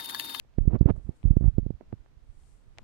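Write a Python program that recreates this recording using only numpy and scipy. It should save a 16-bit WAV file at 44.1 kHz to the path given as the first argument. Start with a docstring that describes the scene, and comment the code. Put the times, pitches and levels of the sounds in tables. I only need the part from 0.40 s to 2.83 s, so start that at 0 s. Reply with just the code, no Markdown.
"""A quiet garden bed where a hedgehog noses through the soil, with garden air throughout as shaped noise.
For the first second and a half, puffs buffet the right microphone port as pressure spikes, with
fluttering bursts of turbulence over low rumble; slower, softer gusts then carry on to the end.
Small ticks and dull taps, short resonant rings, fall on both sides all along.
The sheltered left port has no wind; leaves rustle there as high noise, most clearly after two seconds."""
import sys
import numpy as np
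from scipy import signal
from scipy.fft import rfft, irfft
from scipy.io import wavfile
from scipy.ndimage import uniform_filter1d

SR = 44100
rng = np.random.default_rng(int(sys.argv[2]) if len(sys.argv) > 2 else 0)


def digitize_waveform(pressure):
    """Quantize a signal to 16-bit integers and store it at the path in sys.argv[1].

    Rows of a 2-D input are taken as channels; values are limited to [-1, 1].
    """
    field = np.atleast_2d(pressure).T
    bounded = np.clip(field, -1, 1)
    quanta = np.round(bounded * 32767).astype(np.int16)
    wavfile.write(sys.argv[1], SR, quanta)


N = 107295
TIME = np.arange(N) / SR  # s

# Pressure spikes of air at the right port. Each row: centre in seconds, peak level in dB,
# half width in ms before the port's low cut.
PUFFS = [(0.1853, -8.5, 0.99), (0.212, -16, 2.6), (0.2544, -26, 0.97), (0.2785, -5, 1.61),
         (0.3354, -12, 1.3), (0.3442, -13, 1.1), (0.3541, -12.5, 0.79), (0.3623, -17.5, 0.96),
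         (0.4117, -2.5, 1.33), (0.429, -15, 1.4), (0.4596, -2.5, 1.35), (0.499, -15.5, 0.48),
         (0.5075, -9, 1.4), (0.6927, -17, 1.13), (0.8421, -21.5, 1.4), (0.8554, -7, 2.55),
         (.8790, -14, 3.2), (.9090, -5, 2.02), (0.9345, -23, 1.5), (0.9694, -4, 1.19),
         (1.0105, -13.5, 1.23), (1.0248, -16.5, 1.8), (1.0430, -12, 1.75), (1.0596, -7, 3.4),
         (1.0817, -5.5, 2.98), (1.1839, -6, 1.03), (1.1937, -18.5, 1.36), (1.2309, -26.5, 2.2),
         (1.2647, -16, 1.09), (1.3063, -15, 0.93), (1.529, -19.5, 0.63), (1.5381, -24.5, 1.37)]
# Slower, soft gusts at the right port. Each row: centre in seconds, peak level in dB,
# half width in ms before the port's low cut.
GUSTS = [(.518, -19, 5), (0.58, -26.5, 3), (0.652, -30, 4), (1.486, -42, 5), (1.603, -38.5, 7),
         (1.773, -39, 6), (1.83, -45.5, 6), (1.896, -35, 6.2), (1.969, -40, 9.9), (2.02, -42, 7.7),
         (2.155, -58, 8), (2.28, -41, 7), (2.424, -42.5, 11)]
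SPIKE_TAPER = 1.06  # exponent of the spike's skirts
PORT_LOW_CUT_HZ, PORT_DAMPING = 40.4, 0.78
GRIT_DB, GRIT_SPREAD_S, GRIT_HZ = -54, 0.012, 1500  # faint hiss; dB relative to mean squared pressure

# Turbulent bursts at the right port; the last row, at 1.412 s, is a noisy tail after the tap at 1.41 s. # Each
# row: crest in seconds, rise in seconds, fall in seconds, level at the start in dB, # level at the crest in dB,
# both levels before the edges are rounded.
FLUTTERS = [(0.359, 0.067, 0.024, -45, -25), (0.41, .003, 0.065, -46, -32), (.459, .004, 0.067, -37, -27.5),
            (0.497, 0.023, 0.025, -37.5, -19.5), (0.504, 0.0032, 0.012, -29.5, -17),
            (0.561, 0.012, 0.09, -59, -44), (0.697, 0.037, 0.1, -54.5, -49.5),
            (0.858, .016, 0.12, -50.5, -43.5), (0.912, .006, 0.068, -50, -46.5),
            (0.969, 0.0048, 0.023, -32, -44.5), (1.062, .054, 0.06, -43.5, -39.5),
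            (1.081, 0.0048, 0.013, -44, -32.5), (1.184, 0.012, 0.026, -50.5, -41),
            (1.412, 0.0082, 0.074, -59, -47)]
# Spectrum of the turbulence. Each row: frequency in Hz, relative density in dB per Hz.
FLUTTER_SPECTRUM = [(60, -9), (150, 8), (350, 5), (700, -7), (1300, -20.5), (2600, -34), (5000, -56.5),
                    (9000, -77)]
FLUTTER_FALL_DB, FLUTTER_EDGE_S = 31, 0.003  # drop over the fall time, averaging span
FLUTTER_LUMPY_DB, FLUTTER_LUMPS_HZ = 2.5, 156  # rms depth, top rate of the level's wander
FLUTTER_HISS_DB, FLUTTER_HISS_GROWTH = -41, 1.31  # level at the highest crest, power of the swell
# Spectrum of the fastest flow's hiss. Each row: frequency in Hz, relative density in dB per Hz.
FLUTTER_HISS_SPECTRUM = [(400, -8), (900, 7.5), (2000, -2), (3500, -20), (6000, -32.5), (9000, -44.5)]

# Strength of the air flow over the right port. Each row: time in seconds, rumble level in dB.
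FLOW_DB = [(0, -58.5), (.15, -59), (.2, -23.5), (.3, -24), (.5, -37.5), (.55, -28), (.62, -44.5),
           (.69, -30.5), (.74, -56.5), (.81, -62), (.87, -29), (1.09, -41), (1.14, -36), (1.25, -31.5),
           (1.35, -35.5), (1.41, -69), (1.52, -43), (1.66, -59), (1.9, -52), (2.1, -53), (2.36, -56.5),
           (2.43, -50)]
# Spectrum of the rumble. Each row: frequency in Hz, relative density in dB per Hz.
RUMBLE_SPECTRUM = [(15, -11), (35, 8.5), (70, -4.5), (140, -10.5), (280, -29.5), (600, -45), (1500, -65.5)]

# Dull taps close to the microphones. Each row: centre in seconds, left peak in dB, right peak in dB,
# half width in ms before the low cut.
TAPS = [(.049, -71, -53.5, 0.35), (.8307, -53, -59, .25), (1.4103, -45, -31.5, 0.65),
        (1.4133, -55, -40, 0.53), (1.5266, -37.5, -65, 0.16), (1.6615, -81, -48, 0.18),
        (2.3763, -61.5, -43.5, 0.1), (2.3856, -48, -49.5, 0.081), (2.3911, -54, -42.5, 0.21)]
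TAP_LOW_CUT_HZ, TAP_DAMPING = 410, 0.58

# Small dry ticks from twigs and crumbs of soil; those at 0.1852 s and 1.1836 s are sharp cracks # on the edges
# of puffs at the right port. Each row: start in seconds, left snap peak in dB, # right snap peak in dB, centre
# frequency in Hz, top frequency in Hz.
TICKS = [(.139, -69, -60.5, 2540, 6130), (.1852, -70, -39.5, 1670, 2130), (.3912, -50.5, -67, 4150, 6500),
         (0.8303, -45.5, -72.5, 2200, 3870), (1.1836, -82, -53, 1710, 2400), (1.4096, -69, -50, 1700, 2300),
         (1.5266, -69, -68, 2070, 5000), (1.6616, -78, -72, 1390, 2000), (2.036, -66, -62, 3000, 6000),
         (2.3849, -29, -55, 2130, 8350)]
SNAP_DAMPING = 0.18
TWIG_HZ, TWIG_DAMPING, TWIG_DB = 730, 0.15, -3.5  # woody note; dB relative to the snap

# Level of the soft leaf rustle on the left. Each row: time in seconds, level in dB.
RUSTLE_DB = [(0, -90), (.545, -115), (.562, -72.5), (.60, -86), (.64, -77.5), (.73, -85.5), (.765, -75),
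             (.80, -80.5), (.88, -81), (.95, -86), (.99, -80.5), (1.3, -96), (1.75, -91.5), (1.92, -80),
             (2.05, -70.5), (2.12, -71.5), (2.27, -84), (2.43, -89)]
# Spectrum of the rustle. Each row: frequency in Hz, relative density in dB per Hz.
RUSTLE_SPECTRUM = [(1500, -24.5), (4000, -8), (6000, -5), (7500, 0), (9200, 0.5), (10500, -9), (15000, -27)]

# Spectrum of the garden air on the left. Each row: frequency in Hz, relative density in dB per Hz.
AIR_LEFT_SPECTRUM = [(25, 8.5), (100, -1), (250, -9), (600, -17.5), (1500, -23), (4000, -32.5),
                     (6500, -36.5), (9000, -40), (11000, -50), (15000, -41.5)]
# Spectrum of the garden air on the right. Each row: frequency in Hz, relative density in dB per Hz.
AIR_RIGHT_SPECTRUM = [(25, -4), (100, 9.5), (250, -1.5), (600, -8), (1500, -13.5), (4000, -21), (6500, -26),
                      (9000, -35.5), (11000, -34.5), (15000, -39.5)]
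# Level of the garden air on the left. Each row: time in seconds, level in dB.
AIR_LEFT_DB = [(0, -61), (.38, -62), (.43, -68), (.55, -59), (.63, -59.5), (.85, -58), (.93, -65),
               (1.3, -62.5), (1.52, -58), (1.75, -62), (1.95, -60.5), (2.36, -60), (2.40, -55),
               (2.43, -50.5)]
AIR_RIGHT_DB = -65

STOP_EDGE_HZ, STOP_DB = 16200, 70  # everything above the edge is at least this far down


def puffs():
    """Pressure pulses: each eddy or gust gives one spike, and the leaky port makes it swing back."""
    pressure = np.zeros(N)
    for centre_s, peak_db, width_ms in PUFFS + GUSTS:
        spike = resonant(bump(centre_s, width_ms), PORT_LOW_CUT_HZ, PORT_DAMPING, "high")
        pressure += from_db(peak_db) * peak_one(spike)
    force = uniform_filter1d(pressure ** 2, int(GRIT_SPREAD_S * SR))
    grit = resonant(rng.standard_normal(N), GRIT_HZ, 1.2, "band")
    return pressure + from_db(GRIT_DB) * force * grit / grit.std()


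def flutters():
    """Turbulent flow: lumpy noise swells to a crest, gaining hiss faster than body, then collapses."""
    swell = np.zeros(N)
    for crest_s, rise_s, fall_s, start_db, crest_db in FLUTTERS:
        levels = [start_db, crest_db, crest_db - FLUTTER_FALL_DB]
        # silent (-200 dB) outside the burst
        swell += from_db(np.interp(TIME - crest_s, [-rise_s, 0, fall_s], levels, -200, -200))
    # abs removes tiny negative rounding errors ahead of the power law
    swell = np.abs(uniform_filter1d(swell, int(FLUTTER_EDGE_S * SR)))
    lumps = from_db(FLUTTER_LUMPY_DB * noise([(FLUTTER_LUMPS_HZ / 2, 0), (FLUTTER_LUMPS_HZ, 0)]))
    lumps /= np.sqrt(np.mean(lumps ** 2))
    hiss_gain = from_db(FLUTTER_HISS_DB) * peak_one(swell) ** FLUTTER_HISS_GROWTH
    body = swell * noise(FLUTTER_SPECTRUM)
    hiss = hiss_gain * noise(FLUTTER_HISS_SPECTRUM)
    return (body + hiss) * lumps


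def rumble():
    """Flow noise: low-frequency noise whose level follows the strength of the air flow."""
    return level(FLOW_DB) * noise(RUMBLE_SPECTRUM)


def taps():
    """Impulsive contact: a soft pulse through a damped high-pass leaves a short, hollow ring."""
    out = np.zeros((2, N))
    for centre_s, left_db, right_db, width_ms in TAPS:
        tap = resonant(bump(centre_s, width_ms), TAP_LOW_CUT_HZ, TAP_DAMPING, "high")
        out += from_db([[left_db], [right_db]]) * peak_one(tap)
    return out


def ticks():
    """Impulse response of resonators: a click excites a dry snap and a few cycles of a woody note."""
    out = np.zeros((2, N))
    for start_s, left_db, right_db, centre_hz, top_hz in TICKS:
        impulse = np.zeros(N)
        impulse[int(start_s * SR)] = 1
        click = signal.sosfilt(signal.butter(5, top_hz, fs=SR, output="sos"), impulse)
        snap = peak_one(resonant(click, centre_hz, SNAP_DAMPING, "band"))
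        note = peak_one(resonant(click, TWIG_HZ, TWIG_DAMPING, "band"))
        out += from_db([[left_db], [right_db]]) * (snap + from_db(TWIG_DB) * note)
    return out


def rustle():
    """Many small leaf contacts blend into high-frequency noise with a varying level."""
    return level(RUSTLE_DB) * noise(RUSTLE_SPECTRUM)


def garden_air():
    """Diffuse background: independent noise on each side, with a wandering level on the left."""
    left = level(AIR_LEFT_DB) * noise(AIR_LEFT_SPECTRUM)
    right = from_db(AIR_RIGHT_DB) * noise(AIR_RIGHT_SPECTRUM)
    return np.array([left, right])


def from_db(db):
    """Amplitude gain is ten to the power of decibels over twenty."""
    return 10 ** (np.asarray(db) / 20)


def level(rows):
    """Amplitude envelope: gain along a curve of (s, dB), straight in dB between points."""
    return from_db(np.interp(TIME, *np.transpose(rows)))


def noise(spectrum):
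    """Spectral shaping: white noise weighted by (Hz, dB per Hz), falling past the last point, rms 1."""
    hz, db = np.transpose(spectrum)
    f = np.maximum(np.fft.rfftfreq(N, 1 / SR), 1)
    gain = from_db(np.interp(np.log(f), np.log(hz), db))
    gain /= np.maximum(f / hz[-1], 1) ** 2
    x = irfft(rfft(rng.standard_normal(N)) * gain, N)
    return x / x.std()


def resonant(x, hz, damping, kind):
    """Damped second-order resonance, as a "high"-pass or a "band"-pass."""
    w = 2 * np.pi * hz / SR
    a = np.sin(w) * damping
    if kind == "high":
        b = np.array([1, -2, 1]) * (1 + np.cos(w)) / 2
    else:
        b = [a, 0, -a]
    return signal.lfilter(b, [1 + a, -2 * np.cos(w), 1 - a], x)


def peak_one(x):
    """Normalization to a peak magnitude of 1."""
    return x / np.abs(x).max()


def bump(centre_s, width_ms):
    """Near-Lorentzian pressure pulse: a rounded spike with long skirts."""
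    u = (TIME - centre_s) * 1000 / width_ms
    return (1 + u * u) ** -SPIKE_TAPER


def scene():
    """Superposition: wind on the right, rustle on the left, contacts and garden air on both."""
    right_wind = puffs() + flutters() + rumble()
    return np.array([rustle(), right_wind]) + taps() + ticks() + garden_air()


def record(dry):
    """Band limiting: a steep low-pass removes the top of the spectrum."""
    return signal.sosfilt(signal.cheby2(12, STOP_DB, STOP_EDGE_HZ, fs=SR, output="sos"), dry)


dry = scene()
out = record(dry)
digitize_waveform(out)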